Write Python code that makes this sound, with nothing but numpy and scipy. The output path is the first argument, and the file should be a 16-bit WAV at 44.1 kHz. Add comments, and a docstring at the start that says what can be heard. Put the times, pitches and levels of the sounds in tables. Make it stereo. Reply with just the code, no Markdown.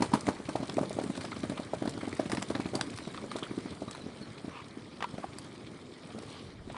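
"""Wet grass and mud beside a long barn: horses gallop away, heard from a hand-held camera.
Each hoof drives a dull one-or-two-cycle thud from the ground and splats noisy mud; many fainter beats
blur into a patter over filtered-noise hush. Hooves clip stones, one horse snorts, the barn echoes.
Fingers ring the camera shell's modes, its lens motor ticks, far sparrows whistle gliding tones;
a soft treble hiss swells and sinks, and a puff of wind rumbles at the end."""
import sys
import numpy as np
from scipy import signal
from scipy.fft import rfft, irfft, next_fast_len
from scipy.io import wavfile
from scipy.ndimage import uniform_filter1d

SR = 44100
rng = np.random.default_rng(int(sys.argv[2]) if len(sys.argv) > 2 else 0)


def decibels_to_gain(level_db):
    """Convert a level in decibels to a linear amplitude gain (20 dB per decade)."""
    exponent = np.asarray(level_db, float) / 20
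    return 10 ** exponent


def pcm_store(signal):
    """Save signal as 16-bit PCM."""
    levels = np.round(np.clip(np.atleast_2d(signal), -1, 1) * 32767)
    wavfile.write(sys.argv[1], SR, levels.astype(np.int16).T)


N = 298539  # length in samples


def evened(x):
    """Normalisation of signal power: scales to rms 1."""
    return x / np.sqrt(np.mean(x ** 2) + 1e-20)


def read(points, hz):
    """Logarithmic frequency scale: interpolates a curve linearly along it."""
    f, value = np.transpose(points)
    return np.interp(np.log(hz + 1), np.log(f + 1), value)


def add(mix, s, sound):
    """Linear superposition: adds a sound to the mix in place, from s seconds."""
    at = round(s * SR)
    part = mix[..., max(at, 0):][..., :sound.shape[-1] + min(at, 0)]
    part += sound[..., max(-at, 0):][..., :part.shape[-1]]


def coloured(x, points):
    """Zero-phase filtering: multiplies the spectrum by a gain curve of (f/Hz, level/dB)."""
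    size = next_fast_len(x.shape[-1])
    gain = decibels_to_gain(read(points, np.fft.rfftfreq(size, 1 / SR)))
    return irfft(rfft(x, size) * gain, size)[..., :x.shape[-1]]


def air(points, patchy_db):
    """Partial coherence: two-channel noise, less alike at high frequency, with drifting patches."""
    # likeness of the two noises: f/Hz, coherence/1
    likeness = [(60, 1), (340, 0.95), (1970, 0.59), (11300, 0.38)]
    frames, hz = N // 128 + 5, np.fft.rfftfreq(512, 1 / SR)
    a, b, c, d, patches = rng.standard_normal((frames, 257, 5)).T
    patches = uniform_filter1d(patches, size=8, axis=0)
    patches = evened(uniform_filter1d(patches, size=12, axis=1))
    same = np.clip(read(likeness, hz), -1, 1)[:, None]
    left = a + 1j * b
    right = same * left + np.sqrt(1 - same ** 2) * (c + 1j * d)
    z = np.array([left, right]) * decibels_to_gain(patchy_db * patches)
    noise = signal.istft(z, nperseg=512, noverlap=384)[1][:, :N]
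    return evened(coloured(noise, points))


def thud(hz, ms, luck, rings=0.54):
    """Damped elastic rebound: pushed ground swings back, rarefaction first, sagging in pitch."""
    u = np.arange(-1.5, 5, 1000 / (ms * SR))  # time in contact lengths, 0 at the peak
    shape = np.where(u < 0, np.exp(-(u / 0.58) ** 2), np.exp(-(abs(u) / rings) ** 1.44))
    turns = hz * ms / 1000 * (u - 0.029 * u * abs(u))
    return -1.5 * ms / 1000, shape * np.sin(2 * np.pi * turns + 0.44 * luck)


def patter():
    """Incoherent summation: random small hoofbeats and droplets blur over rumble and rustle."""
    # spectrum of the low rumble: f/Hz, relative level/dB
    rumble = [(15, -58), (25, -22), (102, -4.5), (261, 3), (730, -9.5), (1180, -13), (1500, -17.5),
              (1950, -22), (3300, -120)]
    # spectrum of the rustle: f/Hz, relative level/dB
    rustle = [(410, 0.5), (700, -16.5), (1160, -3), (1500, -7.5), (2310, -4), (2720, -11.5), (3060, -7),
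              (4200, -8), (6710, -16), (9310, -12), (10200, -19), (11500, -20.5), (15000, -102)]
    # loudness of the blurred herd as it runs off and wheels about: t/s, relative level/dB
    herd = [(0, 0.5), (.45, -1.5), (1.1, 0.5), (1.8, -1.5), (2.6, -0.5), (3.3, -1), (4.2, -3.5), (4.9, -5),
            (5.25, -2.5), (5.95, -5), (6.35, -1.5), (6.599, -8), (6.77, -3)]
    # open air from all sides, the part unlike left and right: rumble level/dB, rustle level/dB
    hush = (-42.5, -58.5)
    beats, drops = np.zeros(N), np.zeros(N)
    for hz in (120.5, 199, 278.0, 342, 416, 583):
        strength = decibels_to_gain(5.0 * np.minimum(rng.exponential(1, N), 2))
        train = (rng.random(N) < 11 / SR) * strength  # 11 beats a second
        beats += signal.oaconvolve(train, thud(hz, 1300 / hz, rng.standard_normal())[1])[:N]
    fizz = coloured(rng.standard_normal(N), rustle)
    droplet = signal.windows.hann(500) ** 2 * np.exp(-np.arange(500) / SR / 0.0032)
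    for hz in (1200, 2500, 4140, 8000):  # each droplet hisses in its own band
        strength = decibels_to_gain(1.0 * np.minimum(rng.exponential(1, N), 2.2))
        clumps = (rng.random(N) < 40 / SR) * strength
        spray = signal.oaconvolve(clumps, droplet)[:N]
        drops += spray * coloured(fizz, [(hz / 4, -24), (hz, 0), (hz * 4, -24)])
    out = np.zeros((2, N))
    herd_db = np.interp(np.arange(N) / SR, *np.transpose(herd))
    # level with the herd at 0 dB, then dB per dB of the herd
    rumble_db, rustle_db = -47 + 0.75 * herd_db, -50 + 0.93 * herd_db
    layers = [(rumble_db, hush[0], rumble, 2.03, decibels_to_gain(1.4) * evened(beats)),
              (rustle_db, hush[1], rustle, 2.65, decibels_to_gain(-10.5) * evened(drops))]
    for level_db, hush_db, colour, patchy_db, grains in layers:
        left, right = air(colour, patchy_db)
        ahead = (left + right) / 2 + grains * decibels_to_gain(0.77 * (level_db - hush_db))  # grainier when near
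        treble = coloured(ahead, [(4500, -34), (6000, 3.0)])
        ahead += treble * (decibels_to_gain(0.54 * (level_db - hush_db - 7.5)) - 1)  # air dulls the far herd
        out += decibels_to_gain(level_db) * ahead
        out += decibels_to_gain(hush_db) * (left - right) / 2 * [[1], [-1]]
    return out


def hooves():
    """Impact radiation: a thump, a slower heave of soil, scattered short clops, crumbling turf."""
    # the clearest hoofbeats: t/s, thump level/dB, thump f/Hz,
    # clop of the hoof wall against the thump, before each part's own offset: relative level/dB
    strikes = [(0.007, -19.5, 272, -8), (0.023, -16, 276, 0.5), (0.12, -29, 320, -2), (0.138, -16, 228, 4),
               (0.142, -16.5, 246, -15), (0.154, -37, 280, 10), (0.27, -31, 230, 3), (0.28, -22, 305, 0),
               (0.287, -20, 313, 0), (0.402, -30, 272, -5.5), (0.49, -22, 255, -2), (0.556, -22.5, 292, 5),
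               (0.604, -27, 189, -8), (0.63, -25.5, 320, -2), (0.693, -32.5, 350, -2),
               (0.772, -20, 322, -29), (0.784, -28, 250, 14), (0.813, -19, 272, -22), (0.832, -32, 230, 13),
               (0.908, -34.5, 190, 9.5), (0.968, -28, 307, -2), (0.988, -26, 275, 8.5),
               (1.013, -26.5, 280, -9), (1.041, -25.5, 320, -17), (1.063, -27.5, 240, -27),
               (1.101, -22, 280, -8), (1.153, -32.5, 298, -7), (1.179, -30, 289, 1.5),
               (1.244, -31.5, 242, 2.5), (1.369, -29, 270, -5), (1.438, -21.5, 262, -8),
               (1.499, -23, 230, -11), (1.52, -26.5, 230, -1.5), (1.598, -25.5, 260, -5.5),
               (1.735, -28.5, 288, 10), (1.823, -22, 307, -1.5), (1.856, -25.5, 260, 0.5),
               (1.878, -21, 294, -14), (1.977, -25.5, 308, -8), (2.033, -24, 290, -4.5),
               (2.078, -24, 282, -8.5), (2.131, -27, 330, -24), (2.197, -22.5, 312, 6.5),
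               (2.232, -30, 300, -18), (2.26, -23.5, 250, -13), (2.299, -31.5, 170, 2.5),
               (2.334, -19, 297, -10), (2.382, -22.5, 240, -17), (2.427, -28.5, 290, -8),
               (2.505, -20, 327, -1.5), (2.554, -22.5, 290, -0.5), (2.599, -22, 268, -9),
               (2.66, -21, 230, -15), (2.735, -34, 340, 9.5), (2.747, -32.5, 230, 8),
               (2.755, -23, 310, -10), (2.775, -32, 270, -8), (2.813, -30, 310, -12),
               (2.875, -29, 245, -14), (3.075, -27.5, 231, -4.5), (3.241, -34, 288, 5),
               (3.357, -28.5, 330, 4.5), (3.428, -27.5, 364, -5), (3.514, -25, 287, -9),
               (3.58, -20.5, 296, -17), (3.659, -28, 260, -12), (3.722, -30, 210, -12),
               (3.821, -28, 246, 2), (3.88, -30, 240, -5.5), (4.066, -28, 250, -11),
               (4.215, -31.5, 220, -6), (4.447, -27.5, 254, -12), (4.482, -28.5, 228, -8),
               (4.774, -31, 300, -12), (5.142, -33.5, 230, 0.5), (5.183, -34, 280, 5.5),
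               (6.149, -33, 310, -6), (6.185, -40, 230, 2), (6.677, -31, 273, -17)]
    contact_ms, contact_spread = 3.87, 1.07  # how long a hoof presses, and its scatter factor
    clop_rings = 0.68  # how long the hoof wall swings on, in contact lengths
    out, crumble = np.zeros(N), np.zeros(N)
    t = np.arange(6000) / SR
    crumbling = (decibels_to_gain(-60 * t / 0.057) + decibels_to_gain(-16 - 60 * t / 0.32)) * (1 - np.exp(-t / 0.00059))
    for (s, db, hz, clop_db), luck in zip(strikes, rng.standard_normal((len(strikes), 5, 3))):
        ms = contact_ms * contact_spread ** luck[0, 1]
        clop_hz = 620 * (1 + 0.5 * np.exp(-s / 0.25))  # the closest strides keep their brightness
        # each part: delay s, level dB, pitch Hz, contact ms, perhaps ringing
        parts = [(0, db, hz, ms), (.004, db - 16, 119, 21)]
        parts += [(0.00061, db + clop_db - 2, clop_hz * 1.107 ** luck[1, 0], 2.62, clop_rings)]
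        for late, tone, _ in luck[3:]:  # toe, heel
            parts += [(0.00199 * late, db + clop_db - 15.0, 1.37 * clop_hz * 1.34 ** tone, 1.8)]
        for (late, part_db, part_hz, part_ms, *rings), chance in zip(parts, luck[:, 2]):
            lead, sound = thud(part_hz, part_ms, chance, *rings)
            add(out, s + late + lead, decibels_to_gain(part_db) * sound)
        add(crumble, s, decibels_to_gain(db + .5 * clop_db) * crumbling)
    lumps = decibels_to_gain(3.5 * evened(uniform_filter1d(rng.standard_normal(N), size=60)))
    soil = coloured(rng.standard_normal(N), [(60, -44), (150, 9.5), (350, 7.0), (1300, -2.5),
                                             (2200, -15.5), (9000, -21.5)])
    return out + decibels_to_gain(-11.0) * crumble * evened(lumps * soil)


def barn(x, t60):
    """Exponential reverberation: scattered ground and wall echoes, slightly unlike in each ear."""
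    taps = np.zeros((2, 8000))
    at = np.arange(80, 7960, 40) + rng.integers(0, 40, (2, 197))
    np.put_along_axis(taps, at, rng.choice([-1., 1.], at.shape), 1)
    taps *= decibels_to_gain(-60 * np.arange(8000) / SR / t60)
    ears = taps[0] + 0.021 * taps[1] * [[1], [-1]]
    return signal.oaconvolve(x[None], ears / np.linalg.norm(taps[0]), axes=1)[:, :N]


def splats():
    """Noise-burst radiation: grainy, sharp at the front, darker or brighter by what flies."""
    # the clearest mud splats and flung clods: t/s, level/dB, treble re body level/dB, time scale/ms
    bursts = [(0.021, -24.5, -2.5, 5.7), (0.135, -23, -2, 3.6), (.208, -26, 29, 1.2), (0.267, -31, 0, 3.6),
              (0.283, -39, -12, 2.7), (.305, -41.5, -13, 3), (.488, -33.5, -2, 5.8),
              (0.557, -33.5, -5, 4.1), (0.696, -32.5, -11, 3.1), (.74, -41, 9, 2.9), (.767, -37, -5, 4),
              (.895, -36, 10, 1.2), (0.929, -31.5, 22, 1.3), (.951, -41, 11, 1.5), (1.035, -37.5, 3, 5.6),
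              (1.152, -37, -3, 4.3), (1.208, -34.5, -1, 6.9), (1.248, -36.5, -7, 5.3),
              (1.315, -36, -21, 7.5), (1.431, -37, -9, 3.8), (1.495, -35.5, -4.5, 5),
              (1.573, -34.5, -12, 7.8), (1.874, -33.5, -16, 3), (1.894, -30, 26, 1.7),
              (2.008, -35.5, -8, 7.4), (2.126, -35.5, -10, 4.2), (2.166, -36, -6, 2.5),
              (2.259, -36, -7, 3.1), (2.297, -33, -3, 3.5), (2.317, -24, -5.5, 2.6), (2.321, -35, -2, 4.7),
              (2.348, -33, -2, 2.8), (2.37, -26.5, -13, 3.4), (2.421, -31, -4, 2.5), (2.425, -30.5, 2, 2.3),
              (2.5, -36.5, -5, 3.9), (2.55, -29, -24, 5.1), (2.603, -37.5, -9, 5.5), (2.656, -38, -27, 3.4),
              (2.752, -24, 5.5, 3.2), (2.81, -23.5, -5, 2.9), (2.974, -32, 4, 2.3), (2.986, -36, -4, 2),
              (3.144, -35, -19, 3.8), (3.174, -38, -23, 4.2), (3.312, -36, -4, 8.2), (3.364, -35, 0, 3.6),
              (3.383, -40, -6, 8), (3.433, -35.5, -13, 6.6), (3.909, -39, 5, 3.6), (3.949, -35, -7, 3.4),
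              (5.385, -29.5, 14, 1.8)]
    # spectrum of the mud: f/Hz, relative level/dB
    mud_colour = [(300, -6), (900, 6.5), (2300, 4.5), (2800, -4.5), (4200, 0.5), (6500, -17), (9000, -10),
                  (10300, -17.5), (11500, -15)]
    low, high = np.zeros(N), np.zeros(N)
    for s, db, treble_db, ms in bursts:
        u = np.arange(0, 14, 1000 / (ms * SR))
        decay = np.exp(-(u / 1.16) ** 2) + decibels_to_gain(-8.5 - 2.15 * u)  # a slap, then a spray of drops
        burst = np.minimum(u / 0.56, 1) * decay
        share = 1 / (1 + decibels_to_gain(-treble_db) ** 2)
        add(low, s, decibels_to_gain(db) * np.sqrt(1 - share) * burst)
        add(high, s, decibels_to_gain(db) * np.sqrt(share) * burst)
    lumps = decibels_to_gain(3.3 * evened(uniform_filter1d(rng.standard_normal(N), size=24)))
    grit = air(mud_colour, patchy_db=3.5)[0]  # no two splats have the same colour
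    grit *= lumps / np.sqrt(uniform_filter1d(grit ** 2, size=400))
    bright = signal.sosfiltfilt(signal.butter(4, 5000, "high", fs=SR, output="sos"), grit)
    return (low * evened(grit - bright) + high * evened(bright)) / np.sqrt(2)


def lens():
    """Antiphase vibration: motor steps on a 20 ms beat shake the microphones against each other."""
    # spells of lens motor stepping: start t/s, end t/s
    spells = [(0.02, 3.56), (4.02, 4.5)]
    t, out = np.arange(800) / SR, np.zeros(N)
    tone = np.sin(2 * np.pi * 1750 * t) + 0.25 * np.sin(2 * np.pi * 1570 * t)
    tick = tone * np.exp(-t / 0.015)
    for start, end in spells:
        steps = start + .02 * np.cumsum(rng.choice([1, 2, 2, 2, 2, 3], size=120))
        for s in steps[steps < end]:
            add(out, s, decibels_to_gain(-54.5 + 1.2 * rng.standard_normal()) * tick)
    return out * [[1], [-1]]


def stones():
    """Stiff-body impact: short, higher knocks of the same shape as a thud."""
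    # a hoof clips a stone: t/s, level/dB, f/Hz
    clacks = [(1.33, -31, 1340), (2.657, -35.5, 2500), (2.795, -30.5, 800), (2.8118, -27, 1570),
              (3.182, -34, 1260), (3.318, -30, 1200), (3.364, -32.5, 3780), (3.427, -32, 1140),
              (3.4317, -26, 3370), (3.468, -37, 1350), (3.884, -37, 1200)]
    cycles = 4.1  # per contact length
    out = np.zeros(N)
    for (s, db, hz), luck in zip(clacks, rng.standard_normal(len(clacks))):
        lead, sound = thud(hz, 1000 * cycles / hz, luck)
        add(out, s + lead, decibels_to_gain(db) * sound)
    return out


def sparrows():
    """Frequency modulation: short whistles slide from one pitch to another with a slight wobble."""
    # far chirps: t/s, level/dB, from f/Hz, to f/Hz, length/ms
    chirps = [(3.045, -50, 3920, 3670, 28), (3.1, -53, 3900, 3720, 23), (3.297, -51, 4900, 3440, 26),
              (3.665, -55.5, 4550, 3490, 75), (3.876, -52, 3800, 3970, 26), (4.0, -54, 4170, 3820, 31),
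              (4.213, -50, 4550, 3980, 35)]
    out = np.zeros(N)
    for s, db, from_hz, to_hz, ms in chirps:
        u = np.arange(0, 1, 1000 / (ms * SR))
        wobble = 0.008 * evened(uniform_filter1d(rng.standard_normal(4000), size=90))[:len(u)]
        glide = (from_hz + (to_hz - from_hz) * u) * (1 + wobble)
        whistle = np.sin(2 * np.pi * np.cumsum(glide) / SR)
        add(out, s, decibels_to_gain(db) * np.sin(np.pi * u ** 0.85) * whistle)
    return out


def resonate(x, hz, width):
    """Time-varying resonance: shifts the curve hz to zero, smooths, shifts back; peak gain 1."""
    turn, r = np.exp(2j * np.pi * np.cumsum(hz) / SR), np.exp(-np.pi * width / SR)
    return 2 * (turn * signal.lfilter([1 - r], [1, -r], x / turn)).real


def snort():
    """Source-filter principle: a far horse's fluttering breath excites nostrils as they flare."""
    # nostril resonances: highest f/Hz, bandwidth of each of two stages/Hz, level/dB, rise in pitch/1
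    nostrils = [(1095, 330, 1, .03), (2500, 950, -1.5, 0.29), (1760, 340, -8.5, 0.11)]
    start_s, length_s, level_db = 4.49, 0.14, -49.5
    u, out = np.arange(0, 1, 1 / (length_s * SR)), np.zeros(N)
    swell = np.sin(np.pi * u ** 1.5)
    flutter = decibels_to_gain(1.9 * evened(uniform_filter1d(rng.standard_normal(SR), size=200)))
    breath = (flutter * rng.standard_normal(SR))[:len(u)]
    nose = np.zeros(len(u))
    for hz, width, db, rise in nostrils:
        curve = hz * (1 - rise + rise * swell)
        nose += decibels_to_gain(db) * evened(resonate(resonate(breath, curve, width), curve, width))
    add(out, start_s, decibels_to_gain(level_db) * swell ** 0.63 * nose)
    return out


def ring(t, size, damping):
    """Modal superposition: the shell's decaying modes after one tap."""
    # modes of the shell: f/Hz at size 1, level/dB, t60/s at damping 1
    modes = [(1108, 31, 0.027), (1532, 8, 0.13), (2550, -5, 0.087)]
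    return sum(decibels_to_gain(db - 60 * damping * t / t60) * np.sin(2 * np.pi * hz * size * t)
               for hz, db, t60 in modes)


def shell():
    """Impact and stick-slip excitation: fingers ring the shell, nearer the right microphone."""
    # knocks: t/s, level/dB, left re right level/dB, size as a factor on pitch/1,
    # bare crack re knock level/dB, damping by the grip/1
    knocks = [(5.006, -34, -5, 0.85, -2, 2), (5.025, -20.5, -1, 1.02, -7, 2.5),
              (5.042, -37.5, -6, 1.0, 5.5, 2.6), (5.044, -24, -7, 0.88, -26, 1),
              (5.18, -36, -9, 0.67, -7, 0.89), (5.242, -26, -9.5, 0.69, -22, 1.25),
              (6.7, -33, -6, 0.62, -12, 1.6), (6.745, -36, -10, 0.9, -12, 1.1),
              (6.766, -35, -4, 0.93, -5, 1.1)]
    # a finger slides on the shell: start t/s, length/s, relative level/dB
    slides = [(5.007, 0.052, -45), (5.222, 0.034, -50.5), (6.732, 0.15, -45.5)]
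    # a light touch wakes the high modes: f/Hz, level/dB
    brush = [(300, 4), (1100, 10), (1600, 4), (2700, 7), (3600, -2), (6000, -12)]
    # how a touch shakes the microphones against each other: f/Hz, level/dB
    shake = [(300, -23), (700, -33), (1500, 8), (2100, -8), (2900, -3), (3600, -23), (8000, -30)]
    t, out = np.arange(2500) / SR, np.zeros((2, N))
    for s, db, pan_db, size, crack_db, grip in knocks:
        knock = ring(t, size, damping=grip) * (1 - np.exp(-t / 0.00025))
        crack = coloured(rng.standard_normal(len(t)),
                         [(400, -11), (1200, -2.0), (3000, -6.5), (8000, -29.5)])
        knock = knock / abs(knock).max() + decibels_to_gain(crack_db) * evened(crack) * np.exp(-t / 0.004)
        add(out, s, decibels_to_gain([[db + pan_db / 2], [db - pan_db / 2]]) * knock)
    pressure = np.zeros(N)
    for s, length, db in slides:  # each slide swells and fades
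        u = np.arange(0, 1, 1 / (length * SR))
        add(pressure, s, decibels_to_gain(db) * np.sin(np.pi * u ** 1.33) ** 0.96)
    slips = (rng.random(N) < 2500 / SR) * rng.standard_normal(N) * pressure  # 2500 slips a second
    held = ring(t, 1.05, damping=2.2)
    brushed = signal.lfilter([1, -1.7, .72], 1, held)  # tilts towards the treble
    slips = signal.oaconvolve(slips, evened(brushed) / np.sqrt(2500 / SR * len(t)))[:N]
    out += decibels_to_gain([[-2.5], [2.5]]) * coloured(slips, brush)
    sway = coloured(np.roll(out.mean(0), 30), shake)  # 30 samples late
    return out + decibels_to_gain(1.0) * sway * [[1], [-1]]


def hiss():
    """Band-shaped noise under a Gaussian envelope: a soft hiss swells and sinks."""
    # spectrum of the hiss: f/Hz, relative level/dB
    hiss_colour = [(1500, -25), (3000, 2), (4200, 2), (5500, -12), (9000, -23)]
    centre_s, width_s, level_db = 6.36, 0.15, -56
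    t = np.arange(N) / SR
    swell = np.exp(-((t - centre_s) / width_s) ** 2)
    return decibels_to_gain(level_db) * swell * evened(coloured(rng.standard_normal(N), hiss_colour))


def gust():
    """Turbulent pressure at the microphone ports: deep lumpy noise, only partly alike in the two."""
    centre_s, width_s, level_db = 6.65, .15, -47
    t = np.arange(N) / SR
    lumps = coloured(rng.standard_normal((2, N)),
                     [(15, -10), (40, -7.0), (90, -12), (250, -17), (1000, -90)])
    swell = np.exp(-((t - centre_s) / width_s) ** 2)
    return decibels_to_gain(level_db) * swell * evened(lumps + 1.2 * lumps[0])


def scene():
    """Superposition of direct sound, echoes, hush and handling; mud treble leans to the right."""
    # mud treble taken from the left and given to the right: f/Hz, level/dB
    aside = [(1000, -46), (4000, -21), (9000, -11.5), (11000, -5)]
    ground = hooves() + stones() + snort()
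    mud = splats()
    birds = sparrows()
    direct = ground * decibels_to_gain([[-.2], [.2]]) + mud + coloured(mud, aside) * [[-1], [1]]
    echoes = decibels_to_gain(-11.5) * barn(ground + decibels_to_gain(-2) * mud + decibels_to_gain(9) * birds, t60=0.19)
    return direct + echoes + birds + patter() + shell() + lens() + gust() + hiss()


def roll_off(x):
    """The treble ends steeply here."""
    return signal.sosfilt(signal.butter(12, 11930, fs=SR, output="sos"), x)


def record(dry):
    """Band-limited transduction: the microphone cuts the deepest bass and the top."""
    heard = coloured(dry, [(25, -12.0), (90, 1.0), (10200, -1.5), (11300, -16), (12000, -37)])
    return roll_off(heard)


dry = scene()
out = record(dry)
pcm_store(out)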